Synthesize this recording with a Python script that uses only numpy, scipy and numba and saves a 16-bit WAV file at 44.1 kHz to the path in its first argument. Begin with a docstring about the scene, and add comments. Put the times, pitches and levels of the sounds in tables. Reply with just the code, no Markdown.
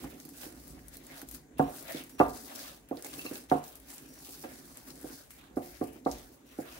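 """In a small kitchen, a wire whisk drags thick batter round a glass bowl held on a stone counter, close to a phone.
Shaped noise makes the wires scrape and tick, the batter smack, and the low rumble and hiss behind.
The bowl rocks and now and then knocks on the counter: short pushes set off decaying sines for bowl and counter.
Delay lines let counter and kitchen ring on; small sine bursts are popping air, wavering tones are squeaks."""
import sys
import numpy as np
from scipy import signal
from scipy.fft import rfft, irfft, next_fast_len
from scipy.io import wavfile
from scipy.ndimage import uniform_filter1d
from numba import njit

SR = 44100
rng = np.random.default_rng(int(sys.argv[2]) if len(sys.argv) > 2 else 0)


def output_pcm(signal):
    """Save a mono or channel-first signal as 16-bit PCM at the path in sys.argv[1].

    Samples are clipped to [-1, 1] before scaling.
    """
    pcm = np.clip(np.atleast_2d(signal).T, -1, 1) * 32767
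    wavfile.write(sys.argv[1], SR, np.round(pcm).astype(np.int16))


N = 299439

# ringing tones of the glass bowl: f/Hz, signed gain left, signed gain right, time to fall 60 dB/s
GLASS_MODES = [(279, .6, 1, .25), (722, .5, 1, .14), (1060, .6, .4, .1), (1180, -1, -1, .1),
               (1450, .6, .3, .05), (1620, 1, .5, .05), (2635, .6, .5, .05), (2680, .9, 1, .065),
               (4128, .7, .6, .04), (4260, .6, .7, .03)]


def undb(db):
    """Turns decibels into a factor."""
    return 10 ** (np.asarray(db) / 20)


def level(x, db):
    """Sets the average (RMS) level of x."""
    return x * undb(db) / np.sqrt(np.mean(x ** 2))


def curve(table):
    """Columns of a table, joined by straight lines in time."""
    s, *columns = np.transpose(table)
    return [np.interp(np.arange(N) / SR, s, c) for c in columns]


def sides(pan_db):
    """Left and right factors for a level difference, left minus right."""
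    return undb(np.array([pan_db, -pan_db]) / 2)


def colour(x, table):
    """Shapes the spectrum of x by a table of f/Hz and gain/dB."""
    table_hz, db = np.transpose(table)
    size = next_fast_len(N)
    hz = np.arange(size // 2 + 1) * SR / size
    gain = undb(np.interp(np.log(hz + 1), np.log(table_hz), db))
    return irfft(rfft(x, size) * gain, size)[..., :N]


def band(x, lo_hz, hi_hz, order=2):
    """Keeps the sound between two frequencies."""
    sos = signal.butter(order, [lo_hz, hi_hz], "band", fs=SR, output="sos")
    return signal.sosfilt(sos, x)


def ring(x, hz, t60):
    """One ringing tone: every push starts a sine that falls 60 dB in t60 seconds."""
    r = np.exp(-np.log(1000) / (t60 * SR))
    w = 2 * np.pi * hz / SR
    # the tiny offset keeps the filter from slowing down on silence
    return signal.lfilter([0, r * np.sin(w)], [1, -2 * r * np.cos(w), r * r], x + 1e-18)


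def walk(rate):
    """Random wandering: values held 1 / rate seconds, then smoothed twice."""
    k = int(SR / rate)
    steps = np.repeat(rng.standard_normal(N // k + 1), k)
    return uniform_filter1d(uniform_filter1d(steps, k), k)[:N]


def add(out, s, sound):
    """Mixes a sound into out, starting at s seconds."""
    i = int(s * SR)
    out[..., i:i + sound.shape[-1]] += sound[..., :N - i]


def kitchen():
    """House rumble, mostly alike at both microphones, under hiss that differs between them."""
    # deep rumble of the house: t/s, level/dB
    rumble_levels = [(0.0, -65), (0.05, -48), (0.21, -71), (0.74, -54), (1.21, -66), (1.28, -54.5),
                     (1.49, -66), (1.68, -47), (1.76, -83), (1.85, -62), (2.15, -68.5), (2.23, -45),
                     (2.42, -65.5), (3.46, -65.5), (3.52, -54.5), (3.67, -65), (5.77, -62.5), (5.88, -55),
                     (6.01, -73), (6.11, -49), (6.41, -76), (6.79, -61)]
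    # tone of the steady background: f/Hz, relative gain/dB
    hush_tone = [(18, -46), (30, -30.5), (81, 2.5), (194, -0.5), (295, 2.5), (600, -6.5), (1190, -11.5),
                 (1280, -29), (1430, -13), (2100, -16), (3000, -32.5), (5170, -41), (5740, -19.5),
                 (7090, -16), (16000, -44)]
    low, wide = rng.standard_normal(N), rng.standard_normal((2, N))
    alike = low + .36 * wide
    rumble = level(band(alike, 47.2, 67.0), 0) + level(band(alike, 91, 190), -9)
    rumble = rumble * undb(curve(rumble_levels)[0])
    mixed = band(low, 84, 500, order=1) + band(wide, 280, .45 * SR, order=1)
    return rumble + level(colour(mixed, hush_tone), -63.5)


@njit
def walls(x, lags, gain, damp):
    """Eight delay lines feed each other like reflections, duller on every round."""
    line, soft, out = np.zeros((8, 4096)), np.zeros(8), np.zeros((2, len(x)))
    for i in range(len(x)):
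        total = 0.
        for k in range(8):
            soft[k] += (1 - damp) * (gain[k] * line[k, (i - lags[k]) & 4095] - soft[k])
            total += soft[k]
            out[k % 2, i] += soft[k]
        for k in range(8):
            line[k, i & 4095] = x[i] + soft[k] - total / 4
    return out


def echoes(send):
    """Counter and kitchen ring on; long waves reach both microphones alike."""
    # lengths of the eight echo paths: delay/ms
    path_ms = [7.3, 9.7, 12.1, 15.7, 33, 23.9, 28.1, 32]
    t60_s, damp = 0.29, 0.15  # damp: treble loss per round, 0 to 1; it also shortens the fade
    lags = (np.array(path_ms) * SR / 1000).astype(np.int64)
    room = walls(send, lags, undb(-60 * lags / SR / t60_s), damp)
    return band(room[0], 27, 630, order=1) + band(room, 850, 15000, order=1)


def body(force, flex):
    """Bowl and counter ring; each microphone hears its own mix of the tones."""
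    # ringing tones of bowl and counter: f/Hz, signed gain left, signed gain right, time to fall 60 dB/s
    body_modes = [(92.2, -0.0123, -0.0165, 0.31), (150.7, 0.03, 0.0256, 0.19), (245.5, -0.29, -0.41, 0.045),
                  (281.17, 0.043, 0.062, 0.25), (313.4, 0.29, 0.31, 0.054), (353, 0.03, 0.037, 0.38),
                  (383.3, 0.047, 0.24, 0.075), (434, -0.013, 0.089, 0.32), (439, 0.012, 0.0017, 0.59),
                  (499.7, -0.2, -0.47, 0.041), (535, -0.0039, 0.52, 0.073), (610.5, -0.097, -0.36, 0.0693),
                  (635, -0.0041, 0.18, 0.033), (679, -0.036, -0.12, 0.15), (714.3, 0.27, 0.47, 0.088),
                  (746.2, -0.2, -0.84, 0.081), (787, -0.27, 0.022, 0.081), (831, 0.16, -0.16, 0.078),
                  (896, -0.076, -0.32, 0.088), (937, -0.044, 0.29, 0.059), (1062, 0.0028, 0.084, 0.23),
                  (1090, -0.037, 0.13, 0.131), (1160, -0.02, 0.046, 0.045), (1188, -0.0081, -0.14, 0.1),
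                  (1285, -0.0067, 0.0097, 0.14), (1382, 0.61, 0.27, 0.025), (1432, -0.51, -0.015, 0.062),
                  (1430, 0.16, -0.01, 0.13), (1560, 0.2, 0.015, 0.075), (1666, 0.21, -0.17, 0.041),
                  (1960, 0.15, 0.38, 0.037), (2040, 0.044, 0.17, 0.093), (2200, 0.26, -0.055, 0.04)]
    out = np.zeros((2, N))
    for hz, left, right, t60 in body_modes:
        push = flex if 120 < hz < 200 else force  # one deep tone is the slab flexing
        out = out + ring(push, hz, t60) * [[left], [right]]
    return out


def rocking():
    """Rocking and rubbing on the counter: uneven small bumps of the bowl's foot feed the same tones."""
    # how strongly the bowl rocks: t/s, level/dB
    rock_levels = [(0.0, -45.5), (0.09, -48), (0.26, -54.5), (0.64, -52.5), (0.77, -54.5), (1.27, -56),
                   (1.66, -61.5), (1.81, -55.5), (1.95, -61.5), (2.34, -48), (2.53, -59.5), (2.7, -54),
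                   (2.93, -73), (3.14, -52), (3.29, -50.5), (3.48, -59), (3.74, -62), (3.95, -58),
                   (4.12, -57.5), (4.35, -54), (4.73, -60), (5.05, -55), (5.18, -81), (5.41, -63),
                   (5.71, -55), (5.92, -59), (6.01, -57.5), (6.24, -57.5), (6.41, -65), (6.79, -59)]
    bumps = rng.standard_normal(N) * undb(4.1 * walk(40))
    force = band(bumps, 59.0, 364, order=3)
    return level(body(force, 2.23 * force), 0) * undb(curve(rock_levels)[0])


def landings():
    """The foot lands and rebounds once; a softer landing is a longer push."""
    # knocks on the counter: t/s, blow/dB, push length/ms, rebound share of the blow, extra slab flex/dB
    knock_list = [(0.041, -35.5, 0.25, 1, 11.5), (0.077, -34, 0.65, 0.198, 0), (0.087, -40, 0.67, 0.3, 11),
                  (0.136, -35, 0.77, 0.26, -7), (0.253, -31.5, 0.74, 0.26, 10),
                  (0.282, -31, 0.97, 0.21, -5), (0.434, -39, 0.28, 0.3, -11),
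                  (0.465, -25.5, 0.74, 0.56, -28), (0.573, -32, 1, 0.37, -7), (0.70, -36.5, 0.63, 0.43, 15),
                  (0.769, -28.5, 1, 0.4, -5), (1.228, -28, 0.71, 0.38, -5.5), (1.2174, -49, 0.19, 0.4, -4),
                  (1.595, -8.5, 0.27, 0.038, 12), (1.946, -19, 0.61, 0.55, 0.5),
                  (1.962, -41, 0.62, 0.14, -3), (2.005, -28.5, 0.7, 0.25, -10.5),
                  (2.2005, -5, 0.24, 0.061, 7), (2.2105, -10, 0.21, 0.22, 3.5),
                  (2.224, -18.5, 0.23, 0.22, -8.5), (2.9118, -16.5, 0.44, 0.41, -4),
                  (2.948, -36, 0.95, 0.3, -2), (2.972, -28, 0.59, 0.33, -9), (3.046, -36, 0.27, 0.35, -5),
                  (3.057, -36, 0.39, 0.31, -6.5), (3.18, -34, 0.64, 0.24, -3), (3.250, -22, 0.59, 0.3, -8),
                  (3.266, -37, 0.78, 0.34, -5.5), (3.312, -19.5, 0.58, 0.28, -7),
                  (3.329, -41, 0.53, 0.25, -4), (3.5151, -9.5, 0.24, 0.032, 7.5),
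                  (3.5254, -21, 0.24, 0.18, -2), (3.5331, -19.5, 0.36, 0.16, 8),
                  (3.552, -18, 0.43, 0.27, 11), (4.285, -36.5, 0.5, 0.3, -7), (4.4389, -35, 0.152, 0.2, -7),
                  (4.448, -24, 0.52, 0.26, -8.5), (4.909, -32.5, 0.78, 0.13, 6),
                  (4.974, -37, 0.63, 0.19, -11), (5.043, -22, 0.541, 0.474, -1),
                  (5.103, -31, 0.67, 0.27, -9), (5.124, -29, 0.74, 0.19, 3), (5.51, -33.5, 0.79, 0.2, -10),
                  (5.536, -34, 0.84, 0.31, -7), (5.565, -34, 0.71, .1, -7), (5.5698, -11.5, 0.49, 0.25, -4),
                  (5.8126, -10.5, 0.56, 0.2, 0.5), (5.58, -27.5, 0.26, 0.21, -7.5),
                  (5.826, -29, 0.3, 0.16, -7.5), (5.864, -45, 0.89, 0.42, -6.5),
                  (5.959, -28, 0.78, 0.42, 0.5), (6.0615, -11, 0.35, 0.53, -1.5),
                  (6.072, -33.5, 0.11, 0.49, 6), (6.5872, -16.5, 0.51, 0.39, -1.5),
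                  (6.601, -28, 0.48, 0.24, -3)]
    rebound_ms = 6.075
    chatter_db, chatter_t60_s = -22, 0.35
    lead = 88  # samples ahead of the middle of the push
    force, ms = np.zeros((2, N)), np.arange(-lead, 8000) / SR * 1000
    chatter_gain = undb(chatter_db - 60 * ms / 1000 / chatter_t60_s)
    for s, db, push_ms, share, flex_db in knock_list:
        push = np.exp(-(ms / push_ms) ** 2)
        again = np.exp(-((ms - rebound_ms) / push_ms) ** 2)
        edge = np.exp(-((ms + push_ms) / 0.2) ** 2)  # a small hard edge in front
        blow = (push + share * again) / push.sum() + 0.12 * edge / edge.sum()
        # the foot chatters on: about 600 random bumps a second, fading
        bumps = rng.standard_normal(len(ms)) * (rng.random(len(ms)) < 600 / SR) * (ms > 0)
        chatter = np.convolve(bumps * chatter_gain, push[:200] / push.sum())
        blow = blow + chatter[lead:lead + len(ms)]
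        add(force, s - lead / SR, undb([[db], [db + flex_db]]) * blow)
    return force


def pings():
    """The glass is struck, by a wire or on landing; each strike mostly drives tones near its centre."""
    # strikes on the glass: t/s, strength/dB, centre f/Hz
    strike_list = [(0.97, -48, 4300), (1.5953, -32, 1550), (1.602, -26, 280), (1.611, -21, 730),
                   (2.194, -33, 2700), (2.2115, -22, 730), (2.2105, -23, 1170), (2.224, -27.5, 800),
                   (2.645, -49, 1200), (2.915, -55.5, 2200), (2.926, -39.5, 840), (3.06, -49, 2700),
                   (3.134, -49, 1480), (3.193, -35.5, 2620), (3.254, -44.5, 1200), (3.264, -32, 3300),
                   (3.357, -44, 2700), (3.5162, -38, 1350), (3.522, -19.5, 730), (3.530, -26, 740),
                   (4.443, -41, 1900), (4.445, -53, 2600), (5.571, -44, 1190), (5.585, -40, 750),
                   (5.814, -38.5, 980), (5.825, -40.5, 740), (6.064, -30.5, 1020), (6.064, -52, 4000),
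                   (6.072, -40, 1180)]
    reach_octaves = 0.5
    out, touch = np.zeros((2, N)), np.hanning(8) / np.hanning(8).sum()
    for hz, left, right, t60 in GLASS_MODES:
        taps = np.zeros(N)
        for s, db, centre_hz in strike_list:
            share = np.exp(-(np.log2(hz / centre_hz) / reach_octaves) ** 2)
            add(taps, s, undb(db) * touch * share)
        out = out + ring(taps, hz, t60) * [[left], [right]]
    return out


def squeak():
    """A wire rubs the glass: faint wavering tones that climb quickly, then stay near one pitch."""
    # squeaks: start t/s, length/s, level/dB before the swell and waver
    squeak_list = [(1.64, .09, -68), (2.1, 0.11, -69), (3.96, .05, -72), (4.04, 0.22, -67.5),
                   (6.46, .12, -73)]
    from_hz, to_hz, climb_s = 5500, 5800, .03
    t, out = np.arange(N) / SR, np.zeros(N)
    waver_db, waver_hz = 4 * walk(60), 60 * walk(40) + 90 * walk(300)
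    for s, length, db in squeak_list:
        age = np.clip(t - s, 0, length)
        hz = to_hz - (to_hz - from_hz) * np.exp(-age / climb_s) + waver_hz
        swell = np.sqrt(2 * np.sin(np.pi * age / length).clip(0))
        tone = np.sin(2 * np.pi * np.cumsum(hz) / SR)
        out = out + undb(db + waver_db) * swell * tone
    return out


def ticks():
    """Wires tick and batter slaps: noise bursts, wide around their centre, a snap then a fizzy tail."""
    # ticks of single wires: t/s, peak/dB before panning, centre f/Hz, left minus right/dB
    tick_list = [(0.0454, -40, 8500, -5), (0.1005, -44, 7500, -4), (0.142, -46, 7000, -3),
                 (0.201, -35.5, 6600, 4), (0.252, -38.5, 12500, -20), (0.2908, -35.5, 11000, 5.5),
                 (0.679, -36, 14600, 8), (0.8828, -33.5, 10460, 5), (0.9414, -41, 10000, 0.5),
                 (0.9696, -31, 11600, -4), (1.067, -35.5, 9200, 1), (1.1643, -38, 11000, 5),
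                 (1.2164, -28.5, 12900, 0), (1.288, -29, 10900, 4), (1.3124, -31, 11900, 8),
                 (1.3264, -41, 12350, 4.5), (1.347, -31, 10950, 2), (1.583, -31.5, 11200, -1),
                 (1.741, -33, 14400, 7), (1.768, -36, 12900, 12), (1.826, -32, 12000, 2.5),
                 (1.881, -36.5, 5200, 9), (1.9725, -30.5, 3640, -6), (2.0384, -33, 11770, 1.5),
                 (2.0952, -39, 9920, 4), (2.194, -31.5, 5350, -1.5), (2.2825, -33, 11000, 1),
                 (2.3597, -37.5, 5330, 3), (2.5592, -33, 5300, 7.5), (2.8877, -40.5, 13220, 2),
                 (2.971, -37.5, 4150, -8.5), (3.0241, -27.5, 9050, -1), (3.0461, -28, 8170, -5),
                 (3.138, -33, 3550, -3), (3.2178, -34, 3740, 4), (3.335, -50.5, 4770, -3),
                 (3.3549, -31, 4020, -1), (3.4983, -34, 3440, -3), (3.5255, -33, 11300, 3),
                 (3.64, -33, 6400, 0), (3.68, -36, 7350, 0), (3.755, -33.5, 11200, 4),
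                 (3.8001, -40, 11760, 5), (3.981, -34, 8400, -3), (4.248, -39.5, 3940, 2.5),
                 (4.374, -41.5, 4930, -8), (4.519, -39.5, 14700, 1), (4.745, -41.5, 7650, 0.5),
                 (4.772, -28, 9000, 2), (4.9037, -34, 4700, 4), (5.013, -36, 11000, -4),
                 (5.307, -36, 10800, -5.5), (5.412, -43, 11000, 3), (5.56, -47, 5000, -2),
                 (5.5671, -48, 12000, 6.5), (5.632, -48, 9000, -1), (5.745, -45, 10000, 4),
                 (5.839, -39, 11600, 4.5), (5.873, -42.5, 10460, 6.5), (5.932, -40, 13500, 6.5),
                 (6.051, -42.5, 4190, 3), (6.114, -29, 6100, 1.5), (6.259, -45, 9760, 3),
                 (6.706, -53, 7170, -3.5)]
    # wet slaps of batter: same columns, t/s, peak/dB, f/Hz, left minus right/dB
    slap_list = [(0.042, -36, 1150, 7), (0.433, -35.5, 1790, 9), (1.1353, -50, 2080, -1),
                 (1.217, -33, 1490, 2.5), (1.3473, -44, 1770, 7), (3.0546, -58.5, 1670, -0.5),
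                 (3.133, -50, 1430, 2), (3.2614, -53, 1170, 6), (4.439, -49, 1650, 4),
                 (4.4485, -46, 1060, 13), (5.3065, -41.5, 1940, 6.5)]
    tail_t60_s = 0.067
    out, t = np.zeros((2, N)), np.arange(2000) / SR
    shape = np.exp(-t / 0.0006) + 0.33 * np.exp(-np.log(1000) * t / tail_t60_s)
    for s, db, hz, pan_db in tick_list + slap_list:
        noise = rng.standard_normal((3, 2000))
        two_sided = noise[:2] + 0.15 * noise[2]  # a little shared by both sides
        burst = band(two_sided * shape, hz / 1.24, hz * 1.25, order=1)
        add(out, s, burst / np.abs(burst).max() * undb(db) * sides(pan_db)[:, None])
    return out


def drags():
    """Gains of treble and wet mids: every drag swells, holds and fades; their powers add."""
    # drags of the wires along the glass: start t/s, swell/s, hold/s, fade/dB per s,
    # treble level/dB, wet mids above treble/dB
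    drag_list = [(0.0, 0.001, 0.0073, 60, -49, -5), (0.139, 0.086, 0.0052, 40, -54, -19),
                 (0.321, 0.1, 0.025, 90, -45.5, -7.5), (0.56, 0.096, 0.0053, 26, -54, -8),
                 (0.904, 0.039, 0.0028, 183.5, -53, -8), (0.982, 0.193, 0.0158, 183, -48.5, -4.5),
                 (1.234, 0.11, 0.01, 326.5, -47.5, -10.5), (1.566, 0.028, 0.0069, 43, -52.5, 0),
                 (1.648, 0.14, 0.0049, 201, -44.5, -10.5), (1.786, 0.13, 0.076, 185.5, -44.5, -4.5),
                 (2.087, 0.01, 0.004, 188, -51.5, -13), (2.179, 0.015, 0.0075, 179, -42, -5),
                 (2.273, 0.021, 0.0051, 198.5, -49, -25), (2.312, 0.045, 0.34, 138, -46.5, -11),
                 (2.441, 0.068, 0.17, 154, -53, 2), (2.862, 0.13, 0.0047, 123, -55, -3),
                 (3.019, 0.044, 0.0051, 279, -44.5, -5), (3.067, 0.071, 0.23, 187, -45, -8.5),
                 (3.485, 0.019, 0.013, 139, -47.5, -2), (3.619, 0.021, 0.0048, 61, -49.5, -5),
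                 (3.84, 0.07, 0.0045, 72, -49.5, -5.5), (3.997, 0.18, 0.24, 146.5, -50.5, -11),
                 (4.426, 0.016, 0.0042, 199.5, -53, 0.5), (4.467, 0.0424, 0.18, 43, -53, -8.5),
                 (4.716, 0.053, 0.0049, 61, -53, -7), (4.85, 0.028, 0.0052, 66, -55.5, -7.5),
                 (4.932, 0.1716, 0.031, 119, -47, -8.5), (5.172, 0.018, 0.089, 108, -68, -13.5),
                 (5.293, 0.018, 0.0049, 120, -51.5, -24), (5.325, 0.047, 0.072, 86.5, -65, 5.5),
                 (5.553, .015, .01, 101, -56.5, -8), (5.588, 0.051, 0.075, 130.5, -51.5, -9.5),
                 (5.738, 0.0123, 0.0097, 94, -54.5, -8.5), (5.784, 0.057, 0.041, 147, -57, -0.5),
                 (5.896, 0.037, 0.024, 184, -63, -6), (6.032, 0.099, 0.0505, 94, -48, -8),
                 (6.424, 0.262, 0.056, 81, -49.5, -5)]
    rest_db, rest_wet_db = -73.5, -70.5  # between drags
    swell_power = 2.17
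    wet_fade = 0.99  # the wet mids fade at this share of the treble's rate
    power = undb([[rest_db], [rest_wet_db]]) ** 2 * np.ones(N)
    age = np.arange(SR) / SR  # each drag lasts one second at most
    for s, swell, hold, fade, db, wet_db in drag_list:
        rise = np.minimum(age / max(swell, .002), 1) ** swell_power
        lost_db = fade * np.maximum(age - swell - hold, 0)
        gain = undb([db - lost_db, db + wet_db - wet_fade * lost_db])
        add(power, s, rise * gain ** 2)
    return np.sqrt(power)


def pops():
    """Tiny air pockets in the batter burst at random: short dying sines of any pitch from 1 to 13 kHz."""
    pops_per_s, pop_db, scatter_db = 160, -16.5, 20.5
    t60_cycles = 9.4  # cycles until a pop has fallen 60 dB
    out, t = np.zeros((2, N)), np.arange(600) / SR
    for at, pitch, size, pan in rng.random((int(pops_per_s * N / SR), 4)):
        hz = 1000 * 13 ** pitch
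        pop = np.sin(2 * np.pi * hz * t) * np.exp(-np.log(1000) * t * hz / t60_cycles)
        gain = undb(pop_db + scatter_db * size ** 2)
        add(out, at * N / SR, pop * gain * sides(12 * (pan - .5))[:, None])
    return out


def patchy(lo_hz, hi_hz, patch_db, count):
    """Hiss in neighbouring bands, each with its own slightly wandering level."""
    # tone of the scraping: f/Hz, relative gain/dB
    scrape_tone = [(530, 14), (900, 3), (1220, 3), (1700, 4.5), (2600, 2), (3110, 0), (5610, -3.5),
                   (7140, -4.5), (11800, -1.5), (14900, -4.5), (16000, 4)]
    patch_per_s = 14
    edges = np.geomspace(lo_hz, hi_hz, count + 1)
    hiss = np.zeros((2, N))
    for lo, hi in zip(edges, edges[1:]):
        wander = walk(patch_per_s) + walk(3 * patch_per_s)
        hiss = hiss + band(rng.standard_normal((2, N)), lo, hi) * undb(patch_db * wander)
    return colour(hiss * undb(2.1 * walk(60)), scrape_tone)


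def scrape():
    """Wires slip over glass and sugar: hiss broken by dense tiny clicks; the glass rings along."""
    treble_gain, mids_gain = drags()
    click_sizes = undb(np.minimum(2.7 * rng.exponential(size=N), 14))
    clicks = (rng.random(N) < 400 / SR) * click_sizes  # about 400 a second
    grain = signal.lfilter([1], [1, -.975], clicks)  # every click dies within a few milliseconds
    treble = level(patchy(4245, 17930, 1.6, count=3) * (1 + .5 * grain), 0)
    # wet batter: duller, less clicky
    mids = level(patchy(554.5, 4240, 3.2, count=7) * (1 + 0.16 * grain), 0)
    glass = np.zeros((2, N))
    for hz, left, right, t60 in GLASS_MODES:
        if hz > 1100:
            glass = glass + ring(clicks - clicks.mean(), hz, t60) * [[left], [right]]
    glass = level(glass.sum(axis=0) if glass.ndim == 1 else glass, -22.5)
    sway = sides(-0.5 + 2 * walk(7.9))  # left minus right in dB, slowly swaying
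    return ((treble + pops()) * treble_gain + (mids + glass) * mids_gain) * sway


def scene():
    """Mixes knocks, whisk, glass, echoes and background."""
    force, flex = landings()
    thumps = body(force, flex) + rocking()
    whisk = scrape() + ticks() + squeak()
    glass = pings()
    # the slab also sends each blow away from the phone, without the near ringing tones
    slab = undb(15.0) * band(force, 447, 1350)
    send = undb(-20.0) * thumps.mean(axis=0) + slab
    send = send + undb(-12.5) * whisk.mean(axis=0) + undb(-14) * glass[1] + 1e-18
    thumps = thumps + glass + echoes(send)
    # the counter is nearer the left microphone, so the right one hears it later
    lag = 8  # samples
    thumps[1] = np.concatenate([np.zeros(lag), thumps[1, :-lag]])
    return thumps + whisk + kitchen()


def record(dry):
    """The left microphone is a little brighter; the phone cuts the deep bass and the top."""
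    dry = dry + band(dry, 6500, 14000, order=1) * [[.17], [-.17]]
    dry = signal.sosfilt(signal.butter(3, 42, "high", fs=SR, output="sos"), dry)
    return signal.sosfilt(signal.ellip(10, .2, 70, 15700, fs=SR, output="sos"), dry)


dry = scene()
out = record(dry)
output_pcm(out)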